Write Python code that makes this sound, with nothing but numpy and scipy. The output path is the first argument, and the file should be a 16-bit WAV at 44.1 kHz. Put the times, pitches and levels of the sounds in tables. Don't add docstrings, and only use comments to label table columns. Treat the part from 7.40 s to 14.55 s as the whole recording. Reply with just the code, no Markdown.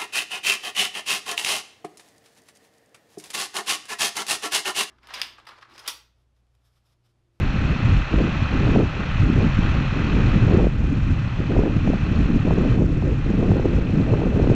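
import sys
import numpy as np
from scipy import signal
from scipy.fft import rfft, irfft
from scipy.io import wavfile

SR = 44100
rng = np.random.default_rng(int(sys.argv[2]) if len(sys.argv) > 2 else 0)


def boost(x):
    u = np.asarray(x, float) / 20
    return 10 ** u


def int16_out(signal):
    q = np.round(np.clip(np.atleast_2d(signal).T, -1, 1) * 32767)
    wavfile.write(sys.argv[1], SR, q.astype(np.int16))


N = 315315

# t/s, level/dB
AIRFLOW = [(0.0, -21), (0.57, -17), (0.69, -33.5), (0.74, -21), (1.47, -17.5), (1.53, -32), (1.81, -17),
           (2.59, -22), (2.69, -17.5), (3.27, -18.5), (3.34, -22), (3.74, -17), (3.88, -24), (4.2, -20),
           (4.28, -21.5), (5.44, -16.5), (5.51, -19.5), (7.15, -21)]
AIRFLOW_SHARES = (0.79, 0.62, 0.76)
# start t/s, length/s, level over calm/dB
GUSTS = [(0.0, 0.054, 9.5), (0.15, 0.19, 6), (0.423, 0.13, 7), (0.734, 0.14, 19), (1.133, 0.16, 15),
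         (1.274, 0.15, 21.5), (1.572, 0.04, 11), (1.829, 0.093, 13), (1.97, 0.089, 19.5), (2.226, 0.2, 10),
         (2.534, 0.16, 13), (2.72, 0.16, 17.5), (2.944, 0.21, 16.5), (3.08, 0.17, 24.5), (3.358, .2, 8),
         (3.68, 0.052, 2.5), (4.001, 0.042, 12.5), (4.106, .18, 23), (4.32, 0.074, 8.5), (4.457, .09, 15),
         (4.667, 0.3, 14), (5.068, 0.065, 21.5), (5.159, 0.27, 21), (5.482, 0.098, 11.5),
         (5.638, 0.089, 17.5), (5.87, 0.14, 16), (5.991, 0.27, 22), (6.25, 0.41, 15.5), (6.667, .2, 22),
         (6.887, .3, 21.5)]
# t/s, drop given back/dB, drop kept/dB
GAIN_DUCKS = [(-0.2, 2.5, -0.5), (0.55, 1.5, -0.5), (1.35, 3.5, -0.5), (1.8, 2, -0.5), (2.3, 0, 1.5),
              (2.95, 1, 1), (3.17, 0, 3.5), (3.26, 2.5, 1), (4.17, 2.5, -2), (4.85, 2, 0), (5.34, 3.5, 3),
              (6.35, 1.5, -0.5), (6.85, 4, -3.5)]
# f/Hz, level/dB
ENGINE_PARTS = [(770, 0), (1150, 1), (1280, 4.5), (1560, -4), (1870, -2), (2520, 0), (3330, -18),
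                (4170, -11.5), (5780, -19)]
# place/cycle, lowest part/index, highest part/index, level/dB
CYCLE_STRIKES = [(.025, 0, 0, 0), (.03, 5, 5, -4), (.15, 4, 4, 0), (.15, 6, 6, -2), (.19, 0, 0, 0),
                 (.215, 2, 3, -3), (.215, 5, 8, 0), (.28, 1, 1, 0), (.28, 5, 5, 0), (.31, 3, 3, 1),
                 (.31, 0, 1, -2), (.38, 5, 6, 1), (.41, 8, 8, 0), (.445, 0, 1, 1), (.49, 6, 7, 1),
                 (.53, 5, 5, -2), (.54, 7, 7, 3), (.565, 0, 1, -1), (.56, 4, 4, 0), (.63, 5, 5, 0),
                 (.7, 2, 3, 2), (.705, 5, 8, -1), (.77, 0, 0, 0), (.78, 7, 7, -4), (.835, 4, 4, 0),
                 (.84, 1, 1, -2), (.89, 4, 5, 0), (.965, 2, 3, 2), (.98, 6, 8, 0)]
# f/Hz, rms level/dB
GEAR_TONES = [(812.9, -48), (877.5, -53), (942.1, -52), (1098, -48), (1202, -50), (1244, -50),
              (1319, -45.5), (1416, -47.5), (1534, -48), (1776, -68.5), (1857, -49.5), (2003, -48.5),
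              (2186, -73.5), (2266, -62.5), (2369, -55.5), (2444, -46), (2552, -46.5), (2622, -45),
              (3074, -54.5), (4118, -58)]
# f/Hz, level per Hz/dB
RUSH_SPECTRUM = [(260, -26.5), (450, -18.5), (509, 3), (933, -4.5), (1080, -4), (1170, -9), (1420, -0.5),
                 (2210, -3), (2540, -3.5), (2800, -3.5), (4210, -12.5), (4710, -20), (6020, -21),
                 (7810, -30), (8620, -50.5), (11200, -75.5), (19000, -120)]
# middle t/s, peak level/dB, f/Hz
EDDY_ROLLS = [(0.449, -12, 108), (0.528, -13, 99), (0.579, -14, 44.4), (0.778, -14.5, 50.6),
              (1.021, -15.5, 104), (1.26, -16, 115), (1.6, -19.5, 200), (1.811, -9.5, 110),
              (1.849, -18.5, 50), (2.001, -16, 101), (2.18, -16, 108), (2.77, -18, 49.5),
              (2.882, -12.5, 120), (3.029, -9.5, 116), (3.14, -12, 85), (3.259, -16.5, 51.5),
              (2.96, -14, 191), (3.721, -11.5, 95), (4.181, -12.5, 44.4), (4.379, -20, 108),
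              (4.838, -16, 46), (5.22, -13.5, 200), (5.31, -12.5, 111), (5.429, -16, 50), (5.7, -19, 50.5),
              (6.118, -12, 100), (6.35, -18, 49.7), (6.73, -13.5, 117), (7.039, -15.5, 50),
              (7.109, -12, 113)]
# t/s, peak level/dB, centre f/Hz
AIR_SLAPS = [(0.738, -2.5, 180), (1.021, -5.5, 174), (1.371, 0.5, 200), (1.407, -13, 276), (1.897, 0, 218),
             (2.186, 2, 176), (2.939, -9, 186), (3.145, -4, 240), (3.168, -0.5, 191), (3.196, -12, 383),
             (3.228, -4.5, 199), (3.525, -4.5, 182), (3.999, -5, 195), (4.096, -9, 218), (4.188, -1, 219),
             (4.233, -17, 171), (4.362, -0.5, 176), (4.473, -29, 183), (4.5, -4, 294), (4.532, -12, 325),
             (4.957, -4, 197), (5.049, -4, 235), (5.181, -1, 226), (5.384, -9, 242), (5.624, -11, 230),
             (5.901, -3, 265), (6.116, -8, 276), (6.195, -8, 310), (7.098, -0.5, 253)]
# t/s, peak level/dB, centre f/Hz
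AIR_CRACKS = [(0.738, -19, 540), (1.36, -10.5, 534), (1.407, -19.5, 584), (3.196, -18.5, 544),
              (3.268, -9.5, 380), (4.165, -11.5, 480), (4.189, -17, 536), (4.235, -17, 546),
              (4.475, -14.5, 501), (4.534, -13, 517), (5.108, -11.5, 620), (5.184, -19, 552),
              (5.386, -21, 616), (5.623, -22, 595), (6.115, -14, 595), (6.196, -20, 536),
              (7.099, -18.5, 651)]
# f/Hz, rms level/dB
CONVERTER_TONES = [(7986, -83), (8014, -83)]

CALM_RASP_DB, CALM_FLUTTER_DB, CALM_THUD_DB, CALM_BUFFET_DB = -46.5, -31.5, -22, -24.5
MEAN_FLOW_DB = -19
GUST_RISE_S, GUST_FALL_S = 0.03, 0.045
GUST_SHARE, FLUTTER_FULL_DB = 0.65, 14
CALM_FOLLOWS = 0.27
ENGINE_DB, DUCK_S, RECOVER_S = -36.5, 0.031, 0.44
CYCLE_HZ = 9.147
PART_SPREAD_CYCLES = 0.015
ROLL_CYCLES = 1.67


def rms_one(x):
    return x / np.sqrt(np.mean(x ** 2) + 1e-20)


def drift(rate_hz):
    pole = np.exp(-20 * np.pi * rate_hz / SR)
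    noise = rng.standard_normal(N // 10 + 8002)
    slow = signal.lfilter([1], [1, -2 * pole, pole * pole], noise)[8000:]
    return np.interp(np.arange(N) / 10, np.arange(len(slow)), rms_one(slow))


def low_pass(x, hz, order=2):
    return signal.sosfilt(signal.butter(order, hz, fs=SR, output="sos"), x)


def band(x, low_hz, high_hz, order=2):
    return signal.sosfilt(signal.butter(order, [low_hz, high_hz], "band", fs=SR, output="sos"), x)


def noise_band(low_hz, high_hz, order=2):
    return rms_one(band(rng.standard_normal(N + SR // 2), low_hz, high_hz, order=order)[-N:])


def gain_control():
    t = np.arange(N) / SR
    level_db = np.full(N, ENGINE_DB)
    for s, back_db, kept_db in GAIN_DUCKS:
        since_s = np.maximum(t - s, 0)
        onset = 1 - np.exp(-since_s / DUCK_S)
        level_db = level_db - onset * (kept_db + 1.49 * back_db * np.exp(-since_s / RECOVER_S))
    return level_db


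def gusts():
    t = np.arange(N) / SR
    calm_db = CALM_FOLLOWS * (gain_control() - ENGINE_DB)
    gust_db = calm_db
    for s, length_s, peak_db in GUSTS:
        rise = (t - s) / GUST_RISE_S + 1
        fall = (s + length_s - t) / GUST_FALL_S + 1
        shape = np.clip(np.minimum(rise, fall), 0, 1)
        gust_db = np.maximum(gust_db, calm_db + (peak_db - calm_db) * shape)
    return gust_db


def airflow():
    flow_s, level_db = np.transpose(AIRFLOW)
    flow_db = np.interp(np.arange(N) / SR, flow_s, level_db) - MEAN_FLOW_DB
    gust_db = gusts()
    buffet_db, thud_db, flutter_db = (share * flow_db for share in AIRFLOW_SHARES)
    stirred_db = GUST_SHARE * np.minimum(gust_db, FLUTTER_FULL_DB)
    return (CALM_BUFFET_DB + buffet_db, CALM_THUD_DB + thud_db,
            CALM_FLUTTER_DB + flutter_db + stirred_db, CALM_RASP_DB + gust_db)


def wind(buffet_db, thud_db, flutter_db, rasp_db):
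    lumps = drift(29)
    buffet = noise_band(16, 70)
    thud = rms_one(noise_band(67.8, 149.8, order=3) * boost(lumps + drift(33)))
    flutter = low_pass(noise_band(145, 330, order=4), 200)
    flutter = rms_one(flutter * boost(2.4 * lumps + 0.99 * drift(42)))
    burst_db = 1.4 * lumps + 2.0 * drift(60) + 4.43 * drift(350)
    bursts = band(rng.standard_normal(N) * boost(burst_db), 293, 1500, order=3)
    dull = rms_one(low_pass(bursts, 441, order=4))
    bright = rms_one(band(low_pass(bursts, 500, order=3), 439, 2500))
    rasp = dull + boost(-12.0 + 0.5 * (rasp_db + 20.5)) * bright
    large = boost(buffet_db + 0.3) * buffet + boost(thud_db - 2.5) * thud
    small = boost(flutter_db - 0.54) * flutter + boost(rasp_db - 0.5) * rasp
    return large + small


def contacts():
    struck = []
    for place, low, high, strike_db in CYCLE_STRIKES:
        for k, (hz, part_db) in enumerate(ENGINE_PARTS[low:high + 1]):
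            delay = PART_SPREAD_CYCLES * (k - (high - low) / 2)
            struck.append((place + delay, hz, part_db + strike_db))
    return struck


def knocks(ring_s, fresh, wander_s, jitter_s, spread_db):
    cycles = np.arange(-1, N / SR * CYCLE_HZ)
    t = np.arange(SR // 40) / SR
    envelope = t / ring_s * np.exp(-t / ring_s)
    wander = wander_s * drift(1.6)
    out = np.zeros(N + 2 * SR)
    for place, hz, level_db in contacts():
        same = rng.standard_normal(len(t))
        changed = fresh * (hz / 1500) ** 1.5 * rng.standard_normal((len(cycles), len(t)))
        rings = rms_one(band((same + changed) * envelope, hz - 220, hz + 220))
        start_s = (cycles + place) / CYCLE_HZ - 1.5 * ring_s
        late_s = wander[np.clip(start_s * SR, 0, N - 1).astype(int)]
        late_s = late_s + jitter_s * rng.standard_normal(len(cycles))
        gains = boost(level_db + spread_db * rng.standard_normal(len(cycles)))
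        starts = ((start_s + late_s + 1) * SR).astype(int)
        for i, gain, ring in zip(starts, gains, rings):
            out[i:i + len(t)] += gain * ring
    return rms_one(out[SR:SR + N])


def whine(wobble_rad, flicker_db):
    t, out = np.arange(N) / SR, 0
    for hz, level_db in GEAR_TONES:
        twist = wobble_rad * np.sqrt(hz / 2000) * drift(2.77)
        phase = 2 * np.pi * (hz * t + rng.random()) + twist
        out = out + boost(level_db + flicker_db * drift(1.8)) * np.sin(phase)
    return out


def rush(throb_db):
    hz = np.arange(N // 2 + 1) * SR / N + 1
    point_hz, point_db = np.transpose(RUSH_SPECTRUM)
    shape = boost(np.interp(np.log(hz), np.log(point_hz), point_db))
    firing = np.cos(2 * np.pi * (4 * CYCLE_HZ * np.arange(N) / SR + 0.2))
    throbbing = rng.standard_normal(N) * boost(throb_db * firing)
    return rms_one(irfft(rfft(throbbing) * shape, N))


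def engine(level_db):
    clatter = knocks(ring_s=0.003, fresh=0.3, wander_s=0.0002, jitter_s=0.00002, spread_db=0.8)
    steady = boost(37.0) * whine(wobble_rad=1.75, flicker_db=0.54) + boost(-0.5) * rush(throb_db=1.0)
    return boost(level_db) * (boost(-1.5) * clatter + steady)


def rolls():
    out, t = np.zeros(N + SR), np.arange(-SR // 5, SR // 5) / SR
    for (s, peak_db, hz), turn in zip(EDDY_ROLLS, rng.random(len(EDDY_ROLLS))):
        swell = np.exp(-(t * hz / ROLL_CYCLES) ** 2)
        roll = swell * np.sin(2 * np.pi * (hz * t + turn))
        out[round(s * SR):][:len(t)] += boost(peak_db) * roll
    return out[SR // 5:][:N]


def swings(events, gain_db):
    out, t = np.zeros(N + SR), np.arange(SR // 40) / SR
    signs = rng.choice([-1, 1], len(events))
    for (s, peak_db, hz), sign in zip(events, signs):
        middle = t - 0.9 / hz
        swing = np.cos(2 * np.pi * hz * middle) * np.exp(-(middle * hz / 0.45) ** 2)
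        out[round(s * SR):][:len(t)] += sign * boost(peak_db + gain_db) * swing
    return out[:N]


def slaps():
    return swings(AIR_SLAPS, gain_db=-6.5) + swings(AIR_CRACKS, gain_db=0.5)


def scene():
    return (wind(*airflow()) + engine(gain_control()) + rolls() + slaps())[None]


def top_cut(x):
    return signal.sosfilt(signal.butter(12, 15700, fs=SR, output="sos"), x)


def record(dry):
    t = np.arange(N) / SR
    tones = sum(boost(level_db + 3) * np.sin(2 * np.pi * hz * t) for hz, level_db in CONVERTER_TONES)
    rounded = 1.151 * np.tanh(dry)
    step = np.abs(rounded) + 0.043
    grit = boost(-36.0) * band(step * rng.standard_normal(N), 4500, 8340)
    cut = signal.sosfiltfilt(signal.butter(6, 7700, fs=SR, output="sos"), rounded + grit)
    cut = low_pass(cut[:, ::-1], 8950, order=12)[:, ::-1]
    image = boost(-78.0) * rounded * np.cos(2 * np.pi * 11735 * t)
    haze = boost(-97.5) * noise_band(10800, 15500)
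    return top_cut(cut + tones + image + haze)


dry = scene()
out = record(dry)
int16_out(out)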